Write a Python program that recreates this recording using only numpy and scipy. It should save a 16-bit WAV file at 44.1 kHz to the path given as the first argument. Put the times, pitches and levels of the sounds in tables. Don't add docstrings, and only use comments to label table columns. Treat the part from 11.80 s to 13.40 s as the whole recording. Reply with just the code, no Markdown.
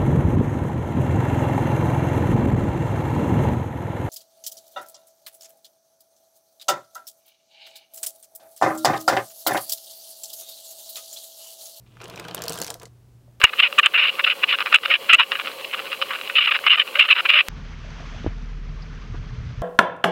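import sys
import numpy as np
from scipy import signal
from scipy.fft import rfft, irfft
from scipy.io import wavfile
from scipy.ndimage import uniform_filter1d

SR = 44100
rng = np.random.default_rng(int(sys.argv[2]) if len(sys.argv) > 2 else 0)


def ratio(d):
    e = np.asarray(d, float) / 20
    return 10 ** e


def file_out(sig):
    cols = np.atleast_2d(sig).T
    lim = np.clip(cols, -1, 1)
    pcm = np.round(lim * 32767).astype(np.int16)
    wavfile.write(sys.argv[1], SR, pcm)


N = 70560


def rms_one(x):
    return x / np.sqrt(np.mean(x ** 2) + 1e-20)


def cut(x, hz, kind, order=2):
    return signal.sosfilt(signal.butter(order, hz, kind, fs=SR, output="sos"), x)


def ring(drive, hz, t60):
    radius = ratio(-60 / (t60 * SR))
    angle = 2 * np.pi * hz / SR
    poles = [1, -2 * radius * np.cos(angle), radius * radius]
    return signal.lfilter([0, np.sin(angle)], poles, drive + 1e-18)


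def add(out, s, sound):
    i = int(s * SR)
    out[i:i + len(sound)] += sound[:N - i]


# (f/Hz, relative level per Hz/dB)
ROOM_SPECTRUM = [(15, -19), (25, -4.5), (70, -6), (124, -10.5), (172, -14), (339, -18.5), (433, -22.5),
                 (1830, -37), (16500, -44)]
ROOM_DB = -55.5
HUM_HZ, HUM_DB = 119.53, -53.5
HUM_WIDTH_HZ, HUM_ROUGH = 20, 0.34


def room():
    hz = np.fft.rfftfreq(N, 1 / SR) + 1
    point_hz, point_db = np.transpose(ROOM_SPECTRUM)
    shape = ratio(np.interp(np.log(hz), np.log(point_hz), point_db))
    air = irfft(rfft(rng.standard_normal(N)) * shape, N)
    resonance = 1 + ((hz - HUM_HZ) / HUM_WIDTH_HZ) ** 2
    waver = irfft(rfft(rng.standard_normal(N)) / resonance, N)
    tone = np.sqrt(2) * np.sin(2 * np.pi * HUM_HZ * np.arange(N) / SR)
    hum = tone + HUM_ROUGH * rms_one(waver)
    return ratio(ROOM_DB) * rms_one(air) + ratio(HUM_DB) * hum


def grains(per_s, spread_db):
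    size = ratio(spread_db * np.minimum(rng.exponential(1, N), 4))
    sign = rng.choice([-1, 1], N)
    return size * sign * (rng.random(N) < per_s / SR)


def dealt(clicks, low_hz, high_hz, cycles, count):
    choice = rng.integers(0, count, N)
    pitches = np.geomspace(low_hz, high_hz, count)
    return sum(ring(clicks * (choice == k), hz, cycles / hz) for k, hz in enumerate(pitches))


# (f/Hz, relative level/dB, t60/s)
BOTTLE_MODES = [(466, 4.5, 0.039), (658, 3.5, 0.035), (772, -3, 0.03), (1000, 6.5, 0.014), (1173, 1, 0.017),
                (1368, 2.5, 0.014), (1608, -4, 0.023)]
# (f/Hz, relative level/dB, t60/s)
DEEP_MODES = [(173.8, 2.5, 0.1), (319.6, -5, 0.13)]


def bottle(clicks, modes):
    return sum(ratio(db) * ring(clicks * rng.standard_normal(N), hz, t60) for hz, db, t60 in modes)


# (t/s, rumble level/dB, deep-mode level/dB, small-knock level/dB, tick level/dB)
SLIDE_LEVELS = [(0.059, -78, -62, -68.5, -82), (0.132, -63.5, -79, -66.5, -75),
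                (0.191, -65, -84, -62.5, -71), (0.208, -46, -70, -52.5, -82), (0.276, -47, -52, -52, -63.5),
                (0.388, -44, -47.5, -50, -61.5), (0.626, -42, -49, -48, -62), (0.722, -39, -40, -52, -50.5),
                (0.766, -42.5, -53.5, -70, -44.5), (0.824, -35.5, -45.5, -53, -53),
                (0.85, -49.5, -54, -52, -47), (0.916, -43.5, -53.5, -66, -50),
                (0.992, -61, -60.5, -87, -66.5), (1.03, -45.5, -63, -53.5, -72),
                (1.081, -60, -60, -97, -64)]
RUMBLE_PER_S, KNOCKS_PER_S, TICKS_PER_S = 600, 800, 4000


def slide():
    s, *columns = np.transpose(SLIDE_LEVELS)
    t = np.arange(N) / SR
    low, deep, mid, high = [ratio(np.interp(t, s, c, left=-99, right=-99)) for c in columns]
    contacts = grains(RUMBLE_PER_S, spread_db=2.5)
    rumble = low * rms_one(cut(bottle(contacts, BOTTLE_MODES), 328, "high"))
    rumble += deep * rms_one(cut(bottle(contacts, DEEP_MODES), 160, "high"))
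    small = dealt(grains(KNOCKS_PER_S, spread_db=3.5), 2460, 3620, cycles=9.0, count=24)
    ticks = dealt(grains(TICKS_PER_S, spread_db=1.5), 4200, 11200, cycles=6.0, count=24)
    patter = mid * rms_one(small) + high * rms_one(cut(ticks, 3000, "high"))
    return rumble, patter


TAIL_DB, TAIL_T60_S, TAIL_HZ = -34.5, 0.095, 7160


def surroundings(x):
    t = np.arange(int(.15 * SR)) / SR
    noise = cut(rng.standard_normal(len(t)), TAIL_HZ, "low", order=1)
    noise = cut(noise, 193, "high")
    decay = ratio(TAIL_DB - 60 * t / TAIL_T60_S) * (t > .002)
    return x + signal.fftconvolve(x, noise * decay)[:N]


# (t/s, peak level/dB, f/Hz)
KNOCK_EVENTS = [(0.169, -39.5, 1290), (0.2027, -32, 2350), (0.2141, -30, 2660), (0.2344, -33.5, 2560),
                (0.2558, -30, 2800), (0.338, -35, 2740), (0.3752, -26.5, 2570), (0.3965, -25, 2580),
                (0.4419, -33, 2660), (0.4505, -28.5, 2950), (0.4853, -27, 2160), (0.5106, -28, 2970),
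                (0.5693, -29, 3200), (0.5781, -25, 3140), (0.6775, -36, 3270), (0.7125, -31, 2900),
                (0.779, -28, 3280)]
KNOCK_T60_S, KNOCK_RATTLE_S = 0.0077, 0.015


def knocks():
    out, t = np.zeros(N), np.arange(3000) / SR
    for s, db, hz in KNOCK_EVENTS:
        touch = rng.standard_normal(len(t)) * ratio(-60 * t / KNOCK_RATTLE_S)
        tone = ring(touch, hz, KNOCK_T60_S)
        tone += 0.92 * ring(touch, 1.37 * hz, 0.21 * KNOCK_T60_S)
        tone += 0.5 * ring(touch, 0.65 * hz, 0.21 * KNOCK_T60_S)
        tone += 0.47 * ring(touch, 0.547 * hz, KNOCK_T60_S)
        add(out, s, ratio(db) * tone / np.abs(tone).max())
    return out


# (t/s, peak level/dB, f/Hz)
BUMP_EVENTS = [(0.206, -41, 379), (0.236, -37, 373), (0.324, -38, 386), (0.39, -37, 355), (0.566, -35, 393),
               (0.585, -33, 391), (0.644, -30, 484), (0.703, -27, 479), (0.783, -34.5, 462),
               (0.812, -32, 531), (0.888, -33, 523), (0.915, -38, 465), (0.952, -36.5, 497),
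               (1.031, -38.5, 460), (1.478, -51.5, 604)]
BUMP_T60_S, BUMP_RATTLE_S = 0.085, 0.029
BUMP_UPPER_HZ, BUMP_UPPER_DB = 672.3, -8.5


def bumps():
    out, t = np.zeros(N), np.arange(5000) / SR
    for s, db, hz in BUMP_EVENTS:
        touch = rng.standard_normal(len(t)) * ratio(-60 * t / BUMP_RATTLE_S)
        touch = cut(touch, 0.85 * hz, "high")
        tone = ring(touch, hz, BUMP_T60_S)
        tone += ratio(BUMP_UPPER_DB) * ring(touch, BUMP_UPPER_HZ, BUMP_T60_S)
        add(out, s, ratio(db) * tone / np.abs(tone).max())
    return out


def evened(x):
    bins = rfft(x)
    return irfft(bins / uniform_filter1d(np.abs(bins), size=60), len(x))


# (t/s, peak level of the crack/dB, ring f/Hz, ring level relative to crack/dB)
CLACK_EVENTS = [(0.219, -44.5, 6900, 6.5), (0.241, -36, 7160, 5.5), (0.2803, -35, 8800, -5),
                (0.2986, -32, 5200, 1), (0.359, -30, 5300, -0.5), (0.376, -40, 4600, 2),
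                (0.397, -25.5, 5700, -2), (0.483, -30.5, 4080, 3.5), (0.5466, -9, 9150, -10.5),
                (0.591, -36, 4500, 2.5), (0.6202, -16.5, 5300, -3.5), (0.6378, -24.5, 6860, 3.5),
                (0.6548, -26, 4800, -10), (0.6622, -26, 4090, -6), (0.6814, -13, 5070, -3.5),
                (0.695, -20, 8800, 2), (0.7045, -22.5, 4550, -8), (0.7222, -17.5, 6900, -11),
                (0.731, -31, 6900, 9.5), (0.7321, -34, 6800, -3), (0.741, -22, 4300, -22),
                (0.750, -32.5, 4530, 4), (0.7563, -23, 5100, -7), (0.7752, -30, 7800, 4),
                (0.7874, -23.5, 9500, 0), (0.8008, -18.5, 5170, -7.5), (0.8158, -10.5, 8200, -4.5),
                (0.8245, -22, 5250, 2), (0.835, -24, 9150, -0.5), (0.845, -19, 5260, -2),
                (0.8656, -21.5, 5240, -4.5), (0.8738, -30, 7560, 3), (0.8797, -25.5, 5460, 1),
                (0.9029, -17, 8880, 0), (0.9411, -21, 5940, -7.5), (0.9982, -36.5, 6300, 1),
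                (1.0155, -40, 2480, 1), (1.0197, -37.5, 7050, 0), (1.0314, -29, 8700, -11),
                (1.0549, -41.5, 5760, 9.5)]
CLACK_T60_S, CLACK_RING_CYCLES = 0.0039, 5.6
SPIKE = 15.6
TABLE_ECHO_S, ECHO_SPREAD, TABLE_ECHO_DB = 0.0013, 0.13, 4
SCATTER_DB, SCATTER_T60_S = -2.5, 0.025
CRACK_CUT_HZ, TOP_OCTAVE_HZ = 13960, 10500
TOP_OCTAVE_DB, TOP_FOLLOWS = 6, 0.39
THUD_DB = -29.5


def clacks():
    out, thuds, t = np.zeros(N), np.zeros(N), np.arange(1500) / SR
    fade = ratio(-60 * t / CLACK_T60_S)
    for s, db, hz, ring_db in CLACK_EVENTS:
        crack, scratch, scatter = rng.standard_normal((3, len(t)))
        delay = TABLE_ECHO_S * (1 + ECHO_SPREAD * rng.standard_normal())
        late = np.interp(t - delay, t, np.arange(len(t)), left=-1).astype(int)
        tail = scatter * ratio(SCATTER_DB - 60 * t / SCATTER_T60_S)

        def echoed(direct):
            return direct + ratio(TABLE_ECHO_DB) * direct[late] * (late >= 0) + tail

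        tone = ring(echoed(scratch * fade), hz, CLACK_RING_CYCLES / hz)
        snap = cut(evened(echoed(crack * fade + SPIKE * (t == 0))), 2630, "high")
        top = cut(cut(snap, TOP_OCTAVE_HZ, "high"), CRACK_CUT_HZ, "low")
        snap = cut(snap, TOP_OCTAVE_HZ, "low") + ratio(TOP_OCTAVE_DB + TOP_FOLLOWS * db) * top
        sound = ratio(ring_db) * tone / np.abs(tone).max() + snap / np.abs(snap).max()
        add(out, s, ratio(db) * sound)
        thuds[int(s * SR)] = ratio(db + THUD_DB)
    return out + bottle(thuds, BOTTLE_MODES)


# (t/s, level of the driving impulse/dB)
THUMP_EVENTS = [(0.705, -24), (0.804, -28.5)]


def thumps():
    drops = np.zeros(N)
    hz, _, t60 = DEEP_MODES[0]
    for s, db in THUMP_EVENTS:
        drops[int(s * SR)] = ratio(db)
    return cut(cut(ring(drops, hz, t60), 2.3 * hz, "low"), hz / 0.99, "high")


def scene():
    background = room()
    rumble, patter = slide()
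    hits = patter + knocks() + clacks()
    return (background + rumble + surroundings(hits) + bumps() + thumps())[None]


def top_cut(x):
    return signal.sosfilt(signal.butter(12, 17060, fs=SR, output="sos"), x)


def record(dry):
    low_pass = signal.cheby2(12, 30, 16100, fs=SR, output="sos")
    mix = cut(signal.sosfilt(low_pass, dry), 47.4, "high", order=3)
    return top_cut(mix)


dry = scene()
out = record(dry)
file_out(out)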